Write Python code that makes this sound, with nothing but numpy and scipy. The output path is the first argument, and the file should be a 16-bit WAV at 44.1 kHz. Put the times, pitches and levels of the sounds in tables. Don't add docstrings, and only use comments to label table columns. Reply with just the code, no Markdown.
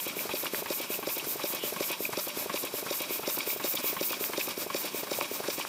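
import sys
import numpy as np
from scipy import signal
from scipy.fft import rfft, irfft
from scipy.io import wavfile

SR = 44100
rng = np.random.default_rng(int(sys.argv[2]) if len(sys.argv) > 2 else 0)


def digitize_waveform(pressure):
    field = np.atleast_2d(pressure).T
    bounded = np.clip(field, -1, 1)
    quanta = np.round(bounded * 32767).astype(np.int16)
    wavfile.write(sys.argv[1], SR, quanta)


N = 250488
TIME = np.arange(N) / SR
FREQ = np.fft.rfftfreq(N, 1 / SR)

# time in seconds, speed in turns a minute.
SPEED_RPM = [(4.17, 163.3), (5.47, 162.55)]
BLOW_ANGLES_DEG = [0, 93.6, 193.4, 277.8]
REBOUND_ANGLES_DEG = [4.3, 98.2, 197, 281.4]
# mean pitch in Hz, time constant in ms, mean peak in dB.
BLOWS = [(397, 0.8, -18.5), (383, 0.85, -26), (391, 0.77, -21.5), (390, 0.63, -24.5)]
# mean pitch in Hz, time constant in ms, mean peak in dB.
REBOUNDS = [(550, 0.75, -24), (550, 0.38, -24), (470, 0.44, -31.5), (573, 0.42, -24)]
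RATTLE_ANGLES_DEG = [313, 314.8, 317, 318.8, 321.5, 325]
# time in seconds, pitch in Hz, time constant in ms, peak in dB.
TICKS = [(0.1924, 2360, 0.46, -23), (0.4581, 1230, 0.17, -18), (0.5467, 1900, 0.23, -17),
         (0.944, 2700, 0.55, -24.5), (1.1982, 2790, 0.46, -23.5), (2.054, 2420, 0.82, -18.5),
         (3.3808, 1120, 0.3, -25.5), (3.5036, 2380, 0.47, -23), (4.1321, 1120, 0.3, -21),
         (4.241, 2500, 0.12, -16), (4.4845, 1080, 0.35, -26), (5.1885, 566, 0.72, -20),
         (5.212, 2360, 0.29, -18.5), (5.212, 990, 0.62, -20), (5.6002, 980, 0.84, -26),
         (5.6513, 1070, 0.22, -18.5)]
# mean pitch in Hz, mean relative level in dB, t60 in seconds.
LINK_MODES = [(200, 4.5, 0.055), (440, 9, 0.023), (690, -5, 0.014), (856, 13, 0.02), (1024, 18, 0.016),
              (1320, 10, 0.0029), (1930, -9, 0.015), (2180, 4, 0.027), (3200, -23, .006), (4600, -48, .005)]
# time in seconds, pitch in Hz, relative level in dB.
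JET_DRIFT = [(0, 13300, -35), (1.3, 13440, -32), (2.65, 12900, -35.5), (3.5, 13900, -30.5),
             (3.88, 14240, -28), (4.25, 14100, -31.5), (4.55, 13550, -36.5), (5.05, 14380, -35),
             (5.68, 14400, -38.5)]
# start in crank degrees, end in crank degrees, relative level in dB.
LEAKS = [(-70, 0, -14), (-12, 26, -6.5), (5, 103, -.5), (101, 111.5, 1), (102, 123, -6.5),
         (171.5, 282, -.7), (282, 296, -8)]
# pitch in Hz, width in Hz, relative level in dB.
PORT_MODES = [(1034, 350, 0), (2380, 290, 1), (3750, 210, 3.5), (4690, 163, 3.5), (5240, 90, 3.5),
              (5600, 480, 0.5), (7200, 100, 1.5), (9310, 200, -3.5)]
PORT_PHASES = [(-22, 2), (-8.5, 1), (5, 29), (0, 72)]
# seep, lead, admission and stroke, all relative levels in dB.
PORT_FLOWS = [(-42.5, -32.5, -35.5, -45.5), (-45.5, -37.5, -44, -43.5), (-51, -43.5, -55, -43),
              (-55, -56, -50, -73)]
# time in seconds, relative level in dB.
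PORT_LEVEL = [(0, -5), (1.2, -2.5), (2.8, -0.6), (3.5, 2.5), (5.68, -1.5)]
# start in crank degrees, end in crank degrees, mean level in dB.
RUBS = [(-36, -3, -43), (11, 27.5, -39.5), (26, 34.5, -39.5), (64, 156, -43), (120.5, 131, -35.5),
        (141, 292, -46)]
# start in crank degrees, end in crank degrees, mean level in dB.
SCUFFS = [(6, 22, -43), (99, 122, -45), (120, 175, -50), (196, 226, -48), (228, 236, -42), (236, 254, -42),
          (316, 345, -43)]
# time in seconds, length in seconds, pitch in Hz, relative level in dB.
SCRAPES = [(1.58, 0.11, 3100, -39.5), (0.95, 0.022, 2700, -47), (5.6, 0.025, 2900, -41),
           (3.766, 0.019, 3350, -29.5), (4.405, 0.015, 2460, -30)]
# pitch in Hz, width in Hz, relative level in dB.
GUIDE_MODES = [(1015, 100, -1), (2279, 75, -0.5), (2518, 84, -2.5), (2833, 45, -4), (3300, 300, -8.5),
               (3925, 97, -9.5)]
# pitch in Hz, width in Hz, relative level in dB.
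BED_MODES = [(195, 30, -10.5), (323, 28, -2.5), (591, 33, -3), (970, 75, -26)]
# frequency in Hz, relative density in dB per Hz.
RUSH_SPECTRUM = [(30, -26), (65, -32), (120, -2), (300, 0), (550, -2), (1000, -3.5), (1700, -8),
                 (2350, -7.5), (3100, -11.5), (5500, -6.5), (6600, -11.5), (11000, -11), (15000, -12.5),
                 (17000, -75)]
# pitch in Hz, nominal rms level in dB.
TONES = [(179, -65), (1560, -68.5), (3855, -62)]

FIRST_TURN_S, TURN_COUNT = -0.0279, 16
RATTLE_SWELL_S, RATTLE_PEAK_S, RATTLE_SWELL_DB = 1.81, 0.6, 2.5
ROOM_T60_S, ROOM_DB = 0.15, -15.5
METAL_SIDE_DB, STEAM_SIDE_DB, SIDE_T60_S = -26, -21, 0.06


def undb(db):
    return 10 ** (np.asarray(db) / 20)


def unit(x):
    return x / np.sqrt(np.mean(x ** 2))


def noise(gain):
    return unit(irfft(rfft(rng.standard_normal(N)) * gain, N))


def resonance(hz, width_hz):
    return FREQ * width_hz / np.hypot(FREQ ** 2 - hz ** 2, FREQ * width_hz)


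def body(modes):
    return np.sqrt(sum((undb(db) * resonance(hz, width_hz)) ** 2 for hz, width_hz, db in modes))


def flutter(rate_hz):
    return noise(np.exp(-(FREQ / rate_hz) ** 2))


def decay(t, t60_s):
    return np.exp(-np.log(1000) * t / t60_s)


def add(track, s, sound):
    at = int(round(s * SR)) + np.arange(len(sound))
    inside = (at >= 0) & (at < N)
    track[at[inside]] += sound[inside]


def passes(degrees):
    t = FIRST_TURN_S + np.arange(0, N + SR, 100) / SR
    rpm = np.interp(t, *np.transpose(SPEED_RPM))
    turns = np.cumsum(rpm) * (t[1] - t[0]) / 60
    return np.interp(np.arange(TURN_COUNT) + degrees / 360, turns - turns[0], t)


def strokes(table, scatter_db):
    power = np.zeros(N)
    for start_deg, end_deg, db in table:
        sizes = undb(db + scatter_db * rng.standard_normal(TURN_COUNT))
        for start_s, end_s, size in zip(passes(start_deg), passes(end_deg), sizes):
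            phase = np.linspace(0, np.pi, max(int((end_s - start_s) * SR), 2))
            add(power, start_s, size ** 2 * np.sin(phase) ** 2)
    return np.sqrt(power)


def add_blow(track, s, hz, ms, size):
    half_s = 0.012
    t = np.arange(-half_s, half_s, 1 / SR)
    envelope = 1 / np.cosh(t * 1000 / ms)
    add(track, s - half_s, size * envelope * np.cos(2 * np.pi * hz * t))


def reflections(x, t60_s):
    t = np.arange(SR // 2) / SR
    tail = rng.standard_normal(len(t)) * decay(t, t60_s)
    return signal.fftconvolve(x, tail / np.linalg.norm(tail))[:N]


def rush(level_db=-43, flutter_db=2.5, tone_flutter_db=2):
    hz, db = np.transpose(RUSH_SPECTRUM)
    spectrum_db = np.interp(np.log(FREQ + 1), np.log(hz), db)
    out = noise(undb(spectrum_db)) * undb(level_db + flutter_db * flutter(30))
    for tone_hz, tone_db in TONES:
        tone = np.sqrt(2) * np.sin(2 * np.pi * tone_hz * TIME)
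        out += tone * undb(tone_db + tone_flutter_db * flutter(13))
    return out


def slides(rub_scatter_db=3, steady_db=-51, scuff_scatter_db=1):
    pressure = np.hypot(strokes(RUBS, rub_scatter_db), undb(steady_db))
    rub = noise(body(GUIDE_MODES) * resonance(3000, 4000)) * pressure
    for s, length_s, hz, db in SCRAPES:
        arch = np.sin(np.linspace(0, np.pi, int(length_s * SR)))
        scrape = noise(resonance(hz, 630) ** 2)[:len(arch)]
        add(rub, s, undb(db) * arch * scrape)
    drag = strokes(SCUFFS, scuff_scatter_db) * unit(undb(2 * flutter(300)))
    scuff = noise(body(BED_MODES) * resonance(460, 1100)) * drag
    return rub + scuff


def jet(peak_db=-1.2, skirt_db=-40.5, seep_db=-17, scatter_db=0.3):
    s, pitch_hz, db = np.transpose(JET_DRIFT)
    hz = np.interp(TIME, s, pitch_hz)
    level_db = np.interp(TIME, s, db)
    centres_hz = np.linspace(pitch_hz.min(), pitch_hz.max(), 4)
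    hiss = np.zeros(N)
    for centre_hz, share in zip(centres_hz, np.eye(len(centres_hz))):
        weight = np.sqrt(np.interp(hz, centres_hz, share))
        hiss += weight * noise(resonance(centre_hz, 3600) ** 2)
    skirt = noise(resonance(8000, 9000) ** 2) * undb(skirt_db + (level_db - db.mean()) / 2)
    flow = np.hypot(strokes(LEAKS, scatter_db), undb(seep_db))
    return (hiss * undb(level_db + peak_db) + skirt) * flow


def ports(rough_db=1.5, scatter_db=1.0):
    chuffs = []
    for centre_deg, flows_db in zip(BLOW_ANGLES_DEG, PORT_FLOWS):
        for (start_deg, end_deg), db in zip(PORT_PHASES, flows_db):
            chuffs.append((centre_deg + start_deg, centre_deg + end_deg, db))
    level_db = np.interp(TIME, *np.transpose(PORT_LEVEL))
    roughness_db = rough_db * flutter(360)
    return noise(body(PORT_MODES)) * strokes(chuffs, scatter_db) * undb(level_db + roughness_db)


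def chatter(count, floor_db, low_hz, high_hz, ms, spread_db=6):
    out = np.zeros(N)
    for turn, angle, pitch, size in rng.random((count, 4)):
        s = passes(60 + 190 * angle)[int(turn * TURN_COUNT)]
        hz = low_hz * (high_hz / low_hz) ** pitch
        add_blow(out, s, hz, ms, undb(floor_db + spread_db * size))
    return out


def link_ring(detune=0.056, scatter_db=2):
    t = np.arange(SR // 16) / SR
    ring = np.zeros(len(t))
    for (hz, db, t60_s), (a, b, c) in zip(LINK_MODES, rng.standard_normal((len(LINK_MODES), 3))):
        push = np.sign(c) * undb(db + scatter_db * a)
        ring += push * np.sin(2 * np.pi * hz * (1 + detune * b) * t) * decay(t, t60_s)
    return ring / np.sqrt(sum(undb(db) ** 2 for _, db, _ in LINK_MODES))


def valve_gear(jitter_s=0.00033, scatter_db=1.7, rattle_db=-31.0, fade_db=-9, tick_ring_db=-16,
               grit_db=-35.5, grit_hz=1500, grit_width_hz=2200, grit_t60_s=0.081):
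    out, rasp = np.zeros(N), np.zeros(N)
    t = np.arange(SR // 10) / SR
    snaps_s = passes(RATTLE_ANGLES_DEG[0])
    swell_db = RATTLE_SWELL_DB * np.cos(2 * np.pi * (snaps_s - RATTLE_PEAK_S) / RATTLE_SWELL_S)
    for s, db in zip(snaps_s, swell_db):
        add(rasp, s, undb(grit_db + db) * decay(t, grit_t60_s))
    for degrees, late in zip(RATTLE_ANGLES_DEG, np.linspace(0, 1, len(RATTLE_ANGLES_DEG))):
        bounce_db = rattle_db + fade_db * late ** 3
        for s, db, (a, b) in zip(passes(degrees), swell_db, rng.standard_normal((TURN_COUNT, 2))):
            add(out, s + jitter_s * a, undb(bounce_db + db + scatter_db * b) * link_ring())
    for s, hz, ms, db in TICKS:
        add_blow(out, s, hz, ms, undb(db))
        add(out, s, undb(db + tick_ring_db) * link_ring())
    return out + rasp * noise(resonance(grit_hz, grit_width_hz) ** 2)


def thuds(hz=135, ms=4.6, level_db=-42, detune=0.23):
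    out = np.zeros(N)
    for degrees in REBOUND_ANGLES_DEG + [np.mean(RATTLE_ANGLES_DEG)]:
        for s, a in zip(passes(degrees), rng.standard_normal(TURN_COUNT)):
            add_blow(out, s, hz * (1 + detune * a), ms, undb(level_db))
    return out


def knocks(scatter_db=0.92, detune=0.044):
    out = np.zeros(N)
    bumps = ((BLOW_ANGLES_DEG, BLOWS, 1), (REBOUND_ANGLES_DEG, REBOUNDS, -1))
    for angles_deg, table, direction in bumps:
        for degrees, (hz, ms, db) in zip(angles_deg, table):
            for s, (a, b) in zip(passes(degrees), rng.standard_normal((TURN_COUNT, 2))):
                size = direction * undb(db + scatter_db * b)
                add_blow(out, s, hz * (1 + detune * a), ms, size)
    return out


def scene():
    steam = rush() + slides() + jet() + ports()
    pins = chatter(count=40, floor_db=-43, low_hz=810, high_hz=2930, ms=0.77)
    rods = chatter(count=50, floor_db=-41, low_hz=190, high_hz=390, ms=1.32)
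    metal = pins + rods + valve_gear() + thuds() + knocks()
    direct = metal + steam
    mid = direct + undb(ROOM_DB) * reflections(direct, ROOM_T60_S)
    side = reflections(undb(METAL_SIDE_DB) * metal + undb(STEAM_SIDE_DB) * steam, SIDE_T60_S)
    return np.array([mid + side, mid - side])


def record(dry):
    bass_cut = signal.butter(1, 115, "high", fs=SR, output="sos")
    top_cut = signal.ellip(8, 0.1, 60, 15480, fs=SR, output="sos")
    return signal.sosfiltfilt(np.vstack([bass_cut, top_cut]), dry, padtype="even", padlen=SR // 20)


dry = scene()
out = record(dry)
digitize_waveform(out)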